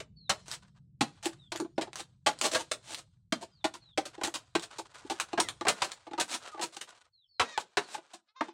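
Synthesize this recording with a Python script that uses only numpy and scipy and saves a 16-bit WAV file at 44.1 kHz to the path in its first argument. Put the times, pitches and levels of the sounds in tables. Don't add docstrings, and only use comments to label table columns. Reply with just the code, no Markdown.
import sys
import numpy as np
from scipy import signal
from scipy.fft import rfft, irfft
from scipy.io import wavfile
from scipy.ndimage import uniform_filter1d

SR = 44100
rng = np.random.default_rng(int(sys.argv[2]) if len(sys.argv) > 2 else 0)


def pcm_store(signal):
    levels = np.round(np.clip(np.atleast_2d(signal), -1, 1) * 32767)
    wavfile.write(sys.argv[1], SR, levels.astype(np.int16).T)


N = 376173


def gain_of(db):
    return 10 ** (np.asarray(db) / 20)


def evened(x):
    return x / np.sqrt(np.mean(x ** 2) + 1e-20)


def burst(x, db):
    return gain_of(db) * x * np.sqrt(.03 * SR / (np.sum(x ** 2) + 1e-20))


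def read(points, hz):
    f, value = np.transpose(points)
    return np.interp(np.log(hz + 1), np.log(f + 1), value)


def add(mix, s, sound):
    part = mix[max(round(s * SR), 0):][:len(sound)]
    part += sound[:len(part)]


def wavering(count, size):
    smooth = uniform_filter1d(rng.standard_normal(N), size)
    return evened(uniform_filter1d(smooth, size // 2))[:count]


def noise(colour):
    spectrum = rfft(rng.standard_normal(N))
    gain = gain_of(read(colour, np.fft.rfftfreq(N, 1 / SR)))
    return evened(irfft(spectrum * gain, N))


# frequency in Hz, relative level in dB.
RUMBLE_COLOUR = [(20, -28), (45, -2), (70, -1), (125, 6.5), (170, 0.5), (230, -14.5), (400, -29.5),
                 (900, -46.5), (3000, -65)]
# frequency in Hz, relative level in dB.
HISS_COLOUR = [(100, -3.5), (1000, -4), (6000, -5), (8300, -2.5), (11000, -11), (16000, -25.5)]
RUMBLE_START_DB, RUMBLE_FALL_DB_PER_S = -58.5, 2.5
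RUMBLE_DIES_S, RUMBLE_DIES_DB_PER_S = 6.13, 10
SWELL_S, SWELL_WIDTH_S, SWELL_DB = 5.5, .17, 13
RUMBLE_START_OCTAVES, RUMBLE_SAG_OCTAVES_PER_S = .2, .07


def background(hiss_db=-93):
    t = np.arange(N) / SR
    level_db = RUMBLE_START_DB - RUMBLE_FALL_DB_PER_S * t
    level_db -= RUMBLE_DIES_DB_PER_S * np.maximum(t - RUMBLE_DIES_S, 0)
    level_db += SWELL_DB * np.exp(-((t - SWELL_S) / SWELL_WIDTH_S) ** 2)
    speed = 2 ** (RUMBLE_START_OCTAVES - RUMBLE_SAG_OCTAVES_PER_S * t)
    rumble = np.interp(np.cumsum(speed) % N, np.arange(N), noise(RUMBLE_COLOUR))
    return gain_of(level_db) * rumble + gain_of(hiss_db) * noise(HISS_COLOUR)


# frequency in Hz, relative level in dB.
FIBRE_COLOUR = [(40, -40), (200, -8.5), (600, -1), (1100, 3.5), (1500, 2.5), (2100, -0.5), (2800, 0.5),
                (4100, 0.5), (5200, -3), (8300, -4), (10000, -13), (12500, -27), (16000, -30.5)]


def fibre_click(brightness, size=1024):
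    hz = abs(np.fft.fftfreq(size, 1 / SR))
    octaves = np.log2(np.clip(hz, 1500, 9000) / 4000)
    log_gain = np.log(gain_of(read(FIBRE_COLOUR, hz) + brightness * octaves))
    return np.fft.ifft(np.exp(np.conj(signal.hilbert(log_gain)))).real[:size // 2]


def fractures(per_s, spread_db, size=12000):
    chance, height, sign = rng.random((3, size))
    height_db = spread_db * np.minimum(-np.log(1 - height), 3.5)
    return (chance < per_s / SR) * gain_of(height_db) * np.sign(sign - .5)


def ring(modes, hz, scatter=0.015, scatter_db=3.5, rise=0.0021, size=6000):
    t, out = np.arange(size) / SR, 0
    for (ratio, db, t60), (detune, share) in zip(modes, rng.standard_normal((len(modes), 2))):
        mode_hz = hz * ratio * (1 + scatter * detune * (ratio != 1))
        decay_db = db + scatter_db * share - 60 * t / t60
        out = out + gain_of(decay_db) * np.sin(2 * np.pi * mode_hz * t)
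    low_cut = signal.butter(2, 0.41 * hz, "high", fs=SR, output="sos")
    return signal.sosfilt(low_cut, out * (1 - np.exp(-t / rise)))


def echo(x, decay, delay):
    at = np.arange(round(max(t60 for _, t60 in decay) * SR)) / SR
    sign, chance = rng.random((2, SR))[:, :len(at)]
    taps = np.sign(sign - .5) * (chance < .15) * (at > delay)
    hz, t, z = signal.stft(taps, SR, nperseg=128)
    tail = signal.istft(z * gain_of(-60 * t / read(decay, hz)[:, None]), SR)[1]
    return signal.fftconvolve(x, tail / np.linalg.norm(tail))[:len(x)]


# multiple of the hollow pitch, level in dB, 60 dB decay in seconds.
HOLLOW_MODES = [(.66, -27, 0.049), (1, 17.5, .06), (1.25, -15, 0.041), (1.6, -13, 0.024)]
# multiple of the wall pitch, level in dB, 60 dB decay in seconds.
WALL_MODES = [(.63, -13.5, 0.038), (.8, -1, 0.034), (1, 7.5, 0.029), (1.16, -1.5, 0.025), (1.36, 4, 0.014),
              (1.76, -12.5, 0.022)]
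# frequency in Hz, 60 dB decay in seconds.
SHED_DECAY = [(150, 0.26), (400, 0.24), (1000, 0.12), (3000, .11), (8000, 0.11), (15000, 0.14)]
CHAMBER_HZ = 340


def bamboo(force, crackle, hollow_hz, wall_hz, hollow_db, wall_db, fibre_db, brightness):
    stem = burst(signal.fftconvolve(force, ring(HOLLOW_MODES, hollow_hz)), hollow_db)
    stem += burst(signal.fftconvolve(force, ring(WALL_MODES, wall_hz)), wall_db)
    fibres = np.zeros(len(stem))
    add(fibres, 0, burst(signal.fftconvolve(crackle, fibre_click(brightness)), fibre_db))
    reflected = echo(gain_of(-17.5) * stem + gain_of(-6.5) * fibres, SHED_DECAY, delay=.003)
    return stem + gain_of(-1.5) * fibres + reflected


def blow(s, bite, *voice, thud_db=-21.5):
    crush = fractures(per_s=9000, spread_db=5.0)
    t = np.arange(len(crush)) / SR
    push = (1 - np.exp(-t / 0.00073)) * np.exp(-(t / (0.86 * bite)) ** 2)
    crush = burst(crush * push, 0)
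    sound = bamboo(crush, crush, *voice)
    thud = signal.sosfilt(signal.butter(2, [70, 280], "band", fs=SR, output="sos"), crush)
    *_, fibre_db, _ = voice
    add(sound, 0, burst(thud, fibre_db + thud_db))
    return s, sound


# multiple of the blade pitch, level in dB, 60 dB decay in seconds.
BLADE_MODES = [(.67, -3, .08), (1, 1, .09), (1.36, -5.5, .07), (2.02, -13.5, .09)]
BLADE_HZ, BLADE_DB = 4090, -14
# start in seconds, nominal bite in seconds,
# hollow pitch in Hz, wall pitch in Hz, hollow, wall and fibre levels in dB before the mix,
# brightness in dB per octave.
BLADE_CUTS = [(.001, .012, 464, 644, -56, -48, -45, -2), (.294, 0.023, 211, 760, -48, -48, -25.3, -.8),
              (1.008, 0.02, 229, 852, -29.5, -35.5, -27, -2),
              (1.519, 0.013, 355, 890, -46.5, -44.5, -37.5, -1.5),
              (1.779, .011, 320, 821, -32, -32, -38, -7), (1.811, .024, 347, 703, -41.5, -41.5, -37, -2),
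              (2.262, .031, 320, 855, -39.5, -27.5, -24, -1.2),
              (2.546, .027, 363, 662, -44.5, -31.5, -27, -0.6),
              (2.714, 0.0073, 397, 644, -60.5, -38.5, -35.5, -0.5),
              (3.323, 0.0096, 323, 670, -33.5, -36.5, -30.5, -3.5),
              (3.642, 0.02, 323, 848, -32.5, -30.5, -30.5, -2.5),
              (3.975, 0.015, 320, 800, -34, -30.5, -30.5, -2.5),
              (4.234, .035, 300, 830, -42, -39, -30.5, 1.5),
              (4.551, 0.014, 336, 830, -29, -33.5, -28.5, -4),
              (5.098, 0.029, 348, 842, -38.5, -35, -36, 0.5), (5.375, 0.024, 327, 895, -34, -31, -31, -7.5),
              (5.667, 0.015, 470, 768, -38, -33.5, -29.5, -7.5),
              (5.683, 0.021, 490, 740, -43, -33, -23.5, -0.6),
              (5.818, 0.022, 366, 990, -54, -35.5, -28, -2.1),
              (6.178, 0.023, 350, 949, -40, -38.5, -38, -6), (7.396, .027, 470, 974, -43.5, -33.5, -24, -5),
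              (7.576, 0.0066, 418, 875, -63, -32, -35.5, -6), (7.77, .017, 405, 760, -31, -33.5, -26, -4),
              (8.408, 0.012, 324, 914, -37.5, -34.5, -33, -9.5)]


def chop(s, bite, hollow_hz, wall_hz, hollow_db, wall_db, fibre_db, brightness):
    _, sound = blow(s, bite, hollow_hz, wall_hz, hollow_db, wall_db, fibre_db, brightness)
    steel_db = fibre_db + BLADE_DB + min(brightness, 0)
    add(sound, 0, burst(ring(BLADE_MODES, BLADE_HZ), steel_db))
    return s, sound


# start in seconds, length in seconds, level in dB.
STRIP_RUBS = [(0.618, 0.033, -60.5), (0.744, 0.028, -72.5), (1.317, 0.016, -53), (4.13, .08, -57),
              (4.705, 0.017, -44.5), (4.846, 0.033, -51.5), (4.936, 0.054, -52.5), (5.02, 0.18, -60),
              (5.28, .025, -55), (5.72, .21, -50.5), (5.992, 0.027, -55), (6.396, 0.11, -51.5),
              (6.87, .09, -52.5), (7.006, 0.012, -55), (8.008, 0.098, -64.5)]
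RUB_RISE_S, RUB_FALL_DB_PER_S = 0.0087, 307
SHIVER_DB, SHIVER_FALL_DB_PER_S = -33, 85
FRAYING_DB_PER_S = 1.1


def stirring():
    t, power = np.arange(2 * SR) / SR, np.zeros(N)
    cuts = [(s, bite, fibre_db) for s, bite, *_, fibre_db, _ in BLADE_CUTS]
    cuts += [(s, swell, fibre_db) for s, swell, _, fibre_db in GRAIN_SPLITS]
    pushes = [(s, length, db + SHIVER_DB + FRAYING_DB_PER_S * s, SHIVER_FALL_DB_PER_S)
              for s, length, db in cuts]
    pushes += [(s, length, db, RUB_FALL_DB_PER_S) for s, length, db in STRIP_RUBS]
    for s, length, db, fall in pushes:
        motion = np.minimum(t / RUB_RISE_S, 1) * gain_of(db - fall * np.maximum(t - length, 0))
        add(power, s, motion ** 2)
    return np.sqrt(power)


def rustle(brightness=-2, wall_db=-7, count=5):
    sound = np.zeros(N)
    jerks = wavering(N, size=1800)
    for octave in np.linspace(-.5, .5, count):
        catches = wavering(N, size=900)
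        slips = gain_of(7 * np.minimum(catches, 1.7) + 3.5 * np.minimum(jerks, 1.3))
        ticks = fractures(per_s=2400, spread_db=5.5, size=N) * slips
        strip = evened(signal.oaconvolve(ticks, fibre_click(brightness + 7 * octave))[:N])
        wall = signal.oaconvolve(ticks, ring(WALL_MODES, hz=1050 * 2 ** octave))[:N]
        strip += gain_of(wall_db) * evened(wall)
        sound += strip + gain_of(-13.5) * echo(strip, SHED_DECAY, delay=0.0027)
    return stirring() * evened(sound)


# start in seconds, length in seconds, first pitch in Hz,
# last pitch in Hz, level in dB.
CHICK_PEEPS = [(0.157, .14, 4570, 3500, -64), (1.379, .115, 3860, 3200, -66),
               (1.752, .07, 5400, 4700, -77.5), (3.51, 0.12, 5080, 3200, -72), (3.8, .155, 4400, 3100, -66),
               (7.119, .155, 4520, 2810, -72), (7.251, .15, 5330, 4900, -87),
               (7.283, .125, 4630, 3850, -69.5), (7.82, .1, 4480, 3600, -63.5)]
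PEEP_LATE_DROP = .38


def chicks(waver=0.014, flutter_db=3):
    out = np.zeros(N)
    for s, length, first_hz, last_hz, db in CHICK_PEEPS:
        u = np.linspace(0, 1, round(length * SR))
        glide = u + PEEP_LATE_DROP * (u ** 3 - u)
        hz = first_hz + (last_hz - first_hz) * glide
        hz = hz * (1 + waver * wavering(len(u), size=260))
        flutter = gain_of(flutter_db * wavering(len(u), size=150))
        whistle = np.sin(2 * np.pi * np.cumsum(hz) / SR) * flutter
        add(out, s, gain_of(db) * evened(whistle * signal.windows.tukey(len(u), .3)))
    return out


# start in seconds, swell in seconds,
# wall level in dB, fibre level in dB, both before the mix.
GRAIN_SPLITS = [(0.458, 0.085, -73, -39.5), (1.227, .042, -51, -37), (1.956, .05, -47, -40),
                (2.412, .052, -32.5, -26), (2.513, 0.025, -37.5, -33.5), (2.574, .036, -43, -39.5),
                (2.828, .105, -49.5, -40.5), (2.97, .022, -59.5, -46.5), (3.412, .022, -44.5, -47.5),
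                (3.738, 0.015, -51, -49), (4.054, .008, -49.5, -42.5), (4.34, .016, -48, -35),
                (4.622, .018, -58, -42), (4.783, .01, -40.5, -42.5), (5.203, 0.0091, -50, -37),
                (5.398, .005, -33.5, -29.5), (5.486, .007, -54, -48), (5.843, 0.0021, -65, -39),
                (6.198, 0.013, -37, -28), (6.28, .07, -43.5, -32), (6.612, .027, -38.5, -32.5),
                (6.725, 0.021, -68, -52), (6.765, 0.0033, -51, -44.5), (6.809, .012, -62, -44.5),
                (7.599, 0.0074, -68.5, -46), (7.87, 0.085, -55, -43), (8.134, .012, -51.5, -49.5)]
STRIP_HZ, SPLIT_FADE_S = 844, 0.013
SPLIT_HOLLOW_DB, SPLIT_BRIGHTNESS = -6, 1.9
STRAIN_DB_PER_S = 230


def split(s, swell, wall_db, fibre_db):
    crackle = fractures(per_s=5500, spread_db=4.0)
    after = np.arange(len(crackle)) / SR - swell
    strain = gain_of(np.minimum(STRAIN_DB_PER_S * after, -12 * after / SPLIT_FADE_S))
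    strip_hz = STRIP_HZ * np.exp(.13 * rng.standard_normal())
    levels = wall_db + SPLIT_HOLLOW_DB, wall_db, fibre_db, SPLIT_BRIGHTNESS
    return s, bamboo(crackle * strain ** 1.3, crackle * strain, CHAMBER_HZ, strip_hz, *levels)


# start in seconds, peak in dB before the overall trim.
FIBRE_SNAPS = [(0.4823, -27), (0.5148, -20), (1.257, -15.5), (1.5599, -21), (1.5744, -25.5), (1.6014, -23),
               (1.9317, -28), (1.9573, -21.5), (2.389, -26), (2.4134, -7), (2.7179, -12.5), (2.9464, -19.5),
               (3.741, -30), (4.2742, -21), (4.5963, -23.5), (5.1999, -12), (5.4022, -11), (5.4871, -15.5),
               (5.683, -9.5), (5.9183, -20.5), (6.8139, -22.5), (7.5768, -16.5)]


def snap(s, db, brightness=2.1, trim_db=-2):
    splinters = rng.standard_normal(8192) * np.exp(-np.arange(8192) / SR / .0009)
    crack = signal.fftconvolve(splinters, fibre_click(brightness))
    crack *= gain_of(db + trim_db) / abs(crack).max()
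    return s, crack + echo(gain_of(-1.0) * crack, SHED_DECAY, delay=0.0021)


# start in seconds, hollow level in dB, wall level in dB.
DULL_KNOCKS = [(1.258, -33, -41.5), (1.548, -45, -45), (1.597, -34, -45), (1.613, -37, -57),
               (1.645, -44, -53.5), (1.87, -53.5, -51.5), (4.178, -47.5, -52), (4.212, -46, -41),
               (4.273, -43, -44), (5.047, -48, -59), (5.33, -37.5, -39), (5.61, -40.5, -38.5),
               (5.651, -46, -39), (6.067, -52.5, -48.5), (6.11, -48, -49), (6.132, -45, -42.5),
               (6.544, -52, -50.5), (6.574, -59, -47.5), (6.594, -44, -42), (7.945, -69, -40),
               (7.976, -54, -50.5), (8.483, -50, -49.5)]
KNOCK_S, KNOCK_HZ = 0.0067, 853
KNOCK_FIBRE_DB, KNOCK_BRIGHTNESS = -1.5, -5.5
FIRM_DB = -36
SOFT_S_PER_DB, SOFT_FIBRE_DB_PER_DB = .0005, .3


def knock(s, hollow_db, wall_db):
    weak_db = max(FIRM_DB - wall_db, 0)
    contact_s = KNOCK_S + SOFT_S_PER_DB * weak_db
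    fibre_db = wall_db + KNOCK_FIBRE_DB - SOFT_FIBRE_DB_PER_DB * weak_db
    return blow(s, contact_s, CHAMBER_HZ, KNOCK_HZ, hollow_db, wall_db, fibre_db, KNOCK_BRIGHTNESS)


# time in seconds, pitch in Hz, level in dB, beak opening in dB per octave of harmonic number.
HEN_CALLS = [
    [(5.43, 730, -52, -2), (5.495, 580, -52, -4)],
    [(6.39, 645, -75, -7), (6.47, 672, -66, -5), (6.55, 600, -50.5, -10), (6.61, 530, -54, -12)],
    [(7.44, 613, -59, 4), (7.49, 642, -47.5, -1), (7.53, 624, -53, 2.5), (7.58, 556, -32, -8.5)],
    [(8.28, 417, -69, 6.5), (8.34, 444, -69, -13), (8.365, 522, -47, -3), (8.42, 537, -58, -0.5),
     (8.53, 495, -62, 0)],
]
# frequency in Hz, level in dB.
THROAT_COLOUR = [(550, -23.5), (1150, 1), (1850, -3.5), (2500, -1.5), (3100, -6), (3700, 4), (5000, -6),
                 (7000, -7.5), (9000, -30)]
CALL_MOUTH_HZ = [1950, 1190, 1900, 1084]
MOUTH_DB, MOUTH_OCTAVES = 13, 0.24


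def hens(jitter=0.017, uneven_db=2):
    out = np.zeros(N)
    for call, mouth_hz in zip(HEN_CALLS, CALL_MOUTH_HZ):
        s, *columns = np.transpose(call)
        t = np.arange(s[0], s[-1], 1 / SR)
        pitch, db, opening = (np.interp(t, s, c) for c in columns)
        hz = pitch * (1 + jitter * wavering(len(t), size=50))
        angle, voice = 2 * np.pi * np.cumsum(hz) / SR, 0
        for k, luck in enumerate(rng.standard_normal(size=13), 1):
            mouth_db = MOUTH_DB * np.exp(-(np.log2(k * hz / mouth_hz) / MOUTH_OCTAVES) ** 2)
            harmonic_db = read(THROAT_COLOUR, k * hz) + mouth_db + opening * np.log2(k) + uneven_db * luck
            voice = voice + gain_of(harmonic_db) * np.sin(k * angle)
        add(out, s[0], gain_of(db) * evened(voice) * signal.windows.tukey(len(t), .15))
    return out


# frequency in Hz, 60 dB decay in seconds.
YARD_DECAY = [(150, 0.49), (1000, 0.14), (4000, 0.81), (12000, 0.76)]


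def scene():
    birds = chicks() + hens()
    mix = birds + echo(gain_of(-3.5) * birds, SHED_DECAY, delay=0.0014) + rustle()
    sources = (chop, BLADE_CUTS), (split, GRAIN_SPLITS), (snap, FIBRE_SNAPS), (knock, DULL_KNOCKS)
    for source, rows in sources:
        for row in rows:
            add(mix, *source(*row))
    yard = gain_of(-32.0) * echo(mix, YARD_DECAY, delay=0.056)
    return (mix + yard + background())[None]


GATE_DB, GATE_DEPTH_DB = -100, -12
EDGE_HZ = 16150


def suppress(x):
    z = signal.stft(x, SR, nperseg=512)[2]
    power = abs(uniform_filter1d(abs(z) ** 2, size=5, axis=-1))
    opened = power / (power + gain_of(GATE_DB) ** 2)
    floor = gain_of(GATE_DEPTH_DB)
    return signal.istft(z * (floor + (1 - floor) * opened), SR)[1][:, :N]


def record(dry):
    low_pass = signal.firwin(511, EDGE_HZ, window=("kaiser", 9), fs=SR)
    return signal.oaconvolve(suppress(dry), low_pass[None], "same")


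dry = scene()
out = record(dry)
pcm_store(out)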